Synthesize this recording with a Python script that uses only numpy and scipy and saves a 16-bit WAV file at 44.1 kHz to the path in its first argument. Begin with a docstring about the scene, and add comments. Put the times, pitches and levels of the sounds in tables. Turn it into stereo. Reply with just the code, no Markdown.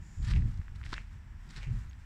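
"""Three steps over grass and fallen leaves in a quiet park, heard at a microphone the walker carries.
A thin hiss opens the scene over the park's faint wash, and gusts begin to rumble on the microphone.
Near 0.3, 0.9 and 1.6 s a shoe swishes through the grass, crunches down on its heel with a dull thud
and rolls onto its sole, while stalks and twigs snap. The wind is strongest just after the first heel
and swells again after the third; a tiny chirp comes near the end."""
import sys
import numpy as np
from scipy import signal
from scipy.fft import rfft, irfft
from scipy.io import wavfile
from scipy.ndimage import uniform_filter1d

SR = 44100
rng = np.random.default_rng(int(sys.argv[2]) if len(sys.argv) > 2 else 0)


def bounce(signal):
    """Save signal as a 16-bit WAV file at the path given by the first command-line argument."""
    frames = np.transpose(np.atleast_2d(signal))
    limited = np.clip(frames, -1, 1)
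    pcm = np.round(limited * 32767).astype(np.int16)
    wavfile.write(sys.argv[1], SR, pcm)


N = 90404
T, HZ = np.arange(N) / SR, np.fft.rfftfreq(N, 1 / SR)
FRONT_LAG_MS = 0.2203  # a foot ahead reaches the right microphone port first

# spectra of brushed grass and of crushed leaves: frequency_hz, gain_db
GRASS_SPECTRUM = [(200, -7), (600, -12), (1100, -2), (1800, 8), (3000, -1.5), (5000, -6), (7700, -9.5),
                  (9000, -18.5), (12000, -24.5), (15500, -51)]
CRUNCH_SPECTRUM = [(200, -18), (650, -38), (1100, -5.5), (1850, 3.5), (2900, -5.5), (5400, -13),
                   (7500, -15.5), (9500, -33), (12000, -51.5), (15500, -51)]
# likeness of low rumble at the two ports: frequency_hz, coherence
RUMBLE_COHERENCE = [(40, 1), (120, 0.9), (250, 0.4), (500, 0.1)]


def amp(db):
    """Amplitude grows tenfold for every 20 dB."""
    return 10 ** (np.asarray(db) / 20)


def unit_rms(x):
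    """Normalisation to a mean power of one."""
    return x / np.sqrt(np.mean(x ** 2) + 1e-20)


def at_bins(points):
    """Interpolation over log frequency gives a value at every bin."""
    hz, value = np.transpose(points)
    return np.interp(np.log(HZ + 1), np.log(hz + 1), value)


def coloured(x, spectrum):
    """Spectral shaping to unit rms, falling 24 dB an octave above the last point."""
    above = np.maximum(HZ / spectrum[-1][0], 1)
    return unit_rms(irfft(rfft(x) * amp(at_bins(spectrum)) / above ** 4, N))


def noise_pair(coherence):
    """Partial coherence: two ports share part of their white noise."""
    left, independent = rfft(rng.standard_normal((2, N)))
    shared = np.clip(at_bins(coherence), -1, 1)
    right = shared * left + np.sqrt(1 - shared ** 2) * independent
    return irfft(np.array([left, right]), N)


def placed(x, lag_ms, pan_db):
    """Time and level differences give direction: the left port is lag_ms later and pan_db louder."""
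    late = irfft(rfft(x) * np.exp(-2j * np.pi * HZ * lag_ms / 1000), N)
    return np.array([late * amp(pan_db / 2), x * amp(-pan_db / 2)])


def swells(rows):
    """Envelopes with a Gaussian rise and an exponential decay add in power."""
    power = np.zeros(N)
    for peak_s, rise_s, fall_s, level_db in rows:
        t = T - peak_s
        power += (amp(level_db) * np.exp(-np.where(t < 0, (t / rise_s) ** 2, t / fall_s))) ** 2
    return np.sqrt(power)


def crackle(spectrum, per_s, spread_db, pan_db, scatter, lag_ms=FRONT_LAG_MS):
    """Shot noise: tiny fractures of uneven size arrive directly and scattered by the grass."""
    sizes = amp(spread_db * np.minimum(rng.exponential(1, N), 3.5))
    fractures = sizes * rng.choice([-1, 1], N) * (rng.random(N) < per_s / SR)
    direct = placed(unit_rms(fractures), lag_ms, pan_db)
    return coloured(direct + scatter * rng.standard_normal((2, N)), spectrum)


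def twig_snaps():
    """Brittle fracture: each stalk or twig gives a tick, a damped ring and a short shiver of leaves."""
    # breaks: peak_s, level_db, pitch_hz, lag_ms, pan_db
    breaks = [(.2895, -30, 2600, 0.21, -4), (.3125, -28, 1800, 0.24, -8), (0.337, -28.5, 2400, 0.0042, -2),
              (0.3621, -35.5, 2250, 0, -4), (0.4225, -36.5, 1973, 0.16, -4.5), (0.616, -35, 1780, .18, -1),
              (.682, -37.5, 1640, 0.081, -1), (0.8146, -36, 1460, 0.11, -2), (.832, -41, 2116, 0.026, 0),
              (0.839, -33.5, 2170, 0.054, -4), (.8642, -35, 2070, .05, -6), (.928, -32, 1400, 0.21, -16),
              (.9317, -15, 1450, 0.27, -2), (.940, -29.5, 3860, 0.3, -15), (.9417, -30, 1590, 0.044, -5),
              (.9647, -33, 2080, 0.064, 2), (.9806, -24, 1820, 0.057, -2), (1.5633, -28, 2140, 0.203, -1),
              (1.5708, -29, 2274, 0.18, -3), (1.5872, -36, 2200, 0.25, 4), (1.639, -43, 2200, 0.029, -2),
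              (1.9123, -45, 2600, 0.19, -8), (1.9323, -45.5, 3020, 0.18, -8.5)]
    # filter over all the snaps: frequency_hz, gain_db
    spectrum = [(100, -19), (800, -3), (5000, 3.5), (7000, -3), (9000, -15), (12000, -19.5), (15500, -23.5)]
    rise_cycles, fall_cycles = 0.45, 0.8
    tick_db, tick_decay_s, shiver_db, shiver_decay_s = -14.5, 0.0004, -24.5, 0.0023
    tick_noise = coloured(rng.standard_normal(N), GRASS_SPECTRUM)
    leaf_noise = coloured(rng.standard_normal((2, N)), CRUNCH_SPECTRUM)
    out = np.zeros((2, N))
    for peak_s, level_db, pitch_hz, lag_ms, pan_db in breaks:
        age_s, broken = np.maximum(T - peak_s, 0), T > peak_s
        cycles = (T - peak_s) * pitch_hz
        envelope = np.exp(-np.where(broken, cycles / fall_cycles, (cycles / rise_cycles) ** 2))
        # a small stalk radiates little below about half its pitch
        radiation = 1 - np.exp(-(HZ / (0.48 * pitch_hz)) ** 2)
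        ring = irfft(rfft(envelope * np.cos(2 * np.pi * cycles)) * radiation, N)
        tick = broken * amp(tick_db) * tick_noise * np.exp(-age_s / tick_decay_s)
        shiver = broken * amp(shiver_db) * leaf_noise * np.exp(-age_s / shiver_decay_s)
        out += amp(level_db) * (placed(ring + tick, lag_ms, pan_db) + shiver)
    return irfft(rfft(out) * amp(at_bins(spectrum)), N)


def heel_crunches():
    """Compression under the heel fractures leaves in a short burst."""
    # heel strikes: peak_s, rise_s, fall_s, level_db
    strikes = [(.312, 0.014, 0.013, -39.5), (.933, 0.0073, .011, -37), (1.575, 0.012, 0.02, -43)]
    return swells(strikes) * crackle(CRUNCH_SPECTRUM, per_s=1500, spread_db=5, pan_db=-0.4, scatter=0.46)


def heel_thuds(rise_s=0.0029):
    """A heavily damped impact: the soil gives a dull puff under each heel."""
    # impacts: peak_s, level_db, fall_s
    impacts = [(0.306, -46.5, .01), (0.9304, -39.5, 0.0047), (1.572, -53.5, 0.018)]
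    # spectrum of the soil: frequency_hz, gain_db
    spectrum = [(50, -3), (120, 5.5), (250, 0.5), (450, 0), (700, -4), (950, 4), (1500, -9), (3000, -28)]
    envelope = swells([(peak_s, rise_s, fall_s, level_db) for peak_s, level_db, fall_s in impacts])
    return placed(envelope * coloured(rng.standard_normal(N), spectrum), lag_ms=0.35, pan_db=-6.5)


def grass_swishes():
    """Friction between shoe and grass makes clicks dense enough to merge into a swish."""
    # strokes of the shoe: peak_s, rise_s, fall_s, level_db
    strokes = [(.232, .01, 0.056, -53), (.29, 0.043, 0.062, -46), (.76, 0.01, .01, -57),
               (.862, 0.017, 0.017, -49), (.91, 0.028, 0.086, -52), (1.508, 0.011, 0.0073, -52.5),
               (1.56, 0.057, 0.081, -53.5)]
    return swells(strokes) * crackle(GRASS_SPECTRUM, per_s=3800, spread_db=7, pan_db=-4, scatter=0.94)


def sole_rolls():
    """Gradual loading as the sole rolls down draws a softer crackle from the leaves."""
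    # rolls: peak_s, rise_s, fall_s, level_db
    rolls = [(.365, 0.024, 0.027, -50), (.972, 0.02, 0.036, -51.5), (1.636, 0.03, 0.05, -52.5)]
    # spectrum of leaves under the sole: frequency_hz, gain_db
    spectrum = [(300, -18.5), (800, -12.5), (1200, -14.5), (2300, -2), (2800, -6), (3500, -20),
                (7500, -22.5), (10000, -42), (15000, -46)]
    leaves = crackle(spectrum, per_s=1000, spread_db=3.5, pan_db=-1.8, scatter=0.89, lag_ms=0.0105)
    return swells(rolls) * leaves


def leaf_flicks():
    """Impulsive excitation: dry leaves flicked by the shoe give brief, bright bursts."""
    # flicks: peak_s, rise_s, fall_s, level_db
    flicks = [(.226, 0.0018, .004, -60), (.248, 0.0017, 0.003606, -47), (.308, 0.006, 0.013, -47.5),
              (.356, .001, 0.001797, -67), (.394, 0.001197, .002, -62), (.541, .001, 0.003023, -62),
              (.576, 0.0024, .003, -60.5), (.855, .002, 0.00438, -60), (.8635, 0.003, 0.0019, -51.5),
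              (.892, 0.00092, .0015, -52), (.923, .0007, .0015, -48), (1.491, .001, 0.0029, -54),
              (1.507, 0.0013, 0.0058, -49.5), (1.5637, .0007, .0012, -45.5), (1.5707, 0.00076, 0.0019, -47),
              (1.631, 0.00041, 0.00063, -46.5)]
    # spectrum of a dry leaf: frequency_hz, gain_db
    spectrum = [(500, -16.5), (2000, -1), (4200, 3.5), (7700, -2), (9500, -19), (12000, -23), (15500, -30)]
    return swells(flicks) * crackle(spectrum, per_s=3000, spread_db=0.5, pan_db=-2, scatter=0.97)


def walker_rustle():
    """Diffuse scattering dominates the walker's soft rustle between steps."""
    # movements: peak_s, rise_s, fall_s, level_db
    movements = [(.5, 0.0851, .17, -60.5), (.81, 0.044, 0.034, -62.5), (1.13, 0.031, 0.046, -64.5),
                 (1.47, 0.066, 0.045, -63.5), (1.8, 0.13, 0.091, -59), (2.0, 0.021, 0.0787, -65)]
    # spectrum of the rustle: frequency_hz, gain_db
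    spectrum = [(300, -30.5), (900, -4.5), (1900, 0.5), (2600, -9), (3200, -8), (6300, -15.5),
                (7700, -11.5), (9000, -20), (15000, -32.5)]
    rustle = crackle(spectrum, per_s=1400, spread_db=3, pan_db=-5.5, scatter=1.4, lag_ms=0.17)
    return swells(movements) * rustle


def wind():
    """Turbulence: eddies press on the ports, and stronger gusts reach higher in pitch."""
    # gust strength: time_s, level_db
    gusts = [(0, -38.5), (.06, -51), (.09, -49.5), (.16, -50), (.185, -34), (.22, -28.5), (.26, -32),
             (.37, -20.5), (.415, -28), (.46, -26), (.535, -38), (.6, -32), (.64, -46), (.7, -41),
             (.92, -39), (1.08, -45), (1.18, -42.5), (1.23, -50), (1.33, -42), (1.53, -49), (1.58, -39),
             (1.655, -40.5), (1.685, -30), (1.76, -30.5), (1.81, -39), (1.95, -45.5), (2.05, -48.5)]
    # spectra of soft and hard wind: frequency_hz, gain_db
    soft_spectrum = [(12, -38.5), (20, -3.5), (40, 1.5), (85, -5), (150, -17.5), (280, -31), (400, -42.5),
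                     (650, -51.5), (1100, -56)]
    hard_spectrum = [(12, -22), (20, -2), (43, 4), (80, 2.5), (120, -1), (170, -11.5), (245, -18),
                     (310, -28.5), (400, -35.5), (550, -47.5), (800, -46), (1200, -55)]
    soft_db, hard_db, trim_db, averaging_s = -40, -31.5, -1, 0.0388
    gust_db = np.interp(T, *np.transpose(gusts))
    hardness = np.clip((gust_db - soft_db) / (hard_db - soft_db), 0, 1)
    eddies = noise_pair(RUMBLE_COHERENCE)
    rumble = (1 - hardness) * coloured(eddies, soft_spectrum) + hardness * coloured(eddies, hard_spectrum)
    # dividing by the running rms lets the gusts alone set the level
    power = uniform_filter1d((rumble ** 2).mean(0), int(averaging_s * SR))
    return amp(gust_db + trim_db) * rumble / np.sqrt(power + 1e-9)


def handling_bumps():
    """Structure-borne sound: the carrying hand passes soft, low bumps to the microphone."""
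    # bumps: peak_s, rise_s, fall_s, level_db
    bumps = [(.1, 0.07, .06, -56.5), (.19, 0.023, 0.057, -51), (1.0, 0.023, 0.024, -51),
             (1.49, 0.032, 0.066, -51.5)]
    # spectrum of a bump: frequency_hz, gain_db
    spectrum = [(80, -4.5), (170, 5.5), (240, -2.5), (400, -18.5), (600, -24.5), (1000, -25)]
    return swells(bumps) * coloured(noise_pair(RUMBLE_COHERENCE), spectrum)


def chirp(fall_hz_per_s=12000, octave_db=-17):
    """A linear sweep: a few milliseconds of falling tone and its octave under a Gaussian envelope."""
    # one tiny high note: peak_s, half_width_s, pitch_hz, level_db
    high_note = (1.899, .0035, 6530, -59)
    peak_s, half_width_s, pitch_hz, level_db = high_note
    t = T - peak_s
    phase = 2 * np.pi * (pitch_hz * t - fall_hz_per_s * t ** 2 / 2)
    envelope = amp(level_db) * np.exp(-(t / half_width_s) ** 2)
    tone = np.sin(phase) + amp(octave_db) * np.sin(2 * phase)
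    return placed(envelope * tone, lag_ms=0, pan_db=-6)


def opening_hiss():
    """Incoherent noise, strongest near 7 kHz, makes a thin hiss that fades at the first step."""
    # course of the hiss: time_s, level_db
    levels = [(0, -73), (.05, -65), (.18, -63.5), (.25, -61.5), (.35, -100)]
    # spectrum of the hiss: frequency_hz, gain_db
    spectrum = [(4200, -12), (4900, -5.5), (6300, -8), (7100, 4), (7700, -3.5), (8500, -17), (11000, -23.5)]
    return amp(np.interp(T, *np.transpose(levels))) * coloured(rng.standard_normal((2, N)), spectrum)


def park_wash(level_db=-61):
    """A diffuse field: the far wash of the park is alike at both ports in the bass, unlike in the treble."""
    # spectrum of the wash: frequency_hz, gain_db
    spectrum = [(100, 9.5), (220, 7), (330, -4), (500, -10.5), (750, -3.5), (950, 0.5), (1200, -3),
                (1800, 1), (2600, -5.5), (3200, -9.5), (4400, -16.5), (5700, -11.5), (6400, -19),
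                (7800, -14), (8600, -24), (10500, -27.5), (15500, -28)]
    # likeness at the two ports: frequency_hz, coherence
    coherence = [(300, 1), (640, 0), (1400, 0.4), (3000, 0), (15000, 0)]
    return amp(level_db) * coloured(noise_pair(coherence), spectrum)


def scene():
    """Superposition: the pressures of steps, wind and background add."""
    leaves = grass_swishes() + heel_crunches() + sole_rolls() + leaf_flicks() + walker_rustle()
    steps = leaves + twig_snaps() + heel_thuds()
    return steps + wind() + handling_bumps() + chirp() + opening_hiss() + park_wash()


def record(dry):
    """Band limiting: a steep low-pass filter removes the highest treble."""
    edge_hz = 15750
    low_pass = signal.firwin(511, edge_hz, window=("kaiser", 9), fs=SR)
    return signal.oaconvolve(dry, low_pass[None], "same")


dry = scene()
out = record(dry)
bounce(out)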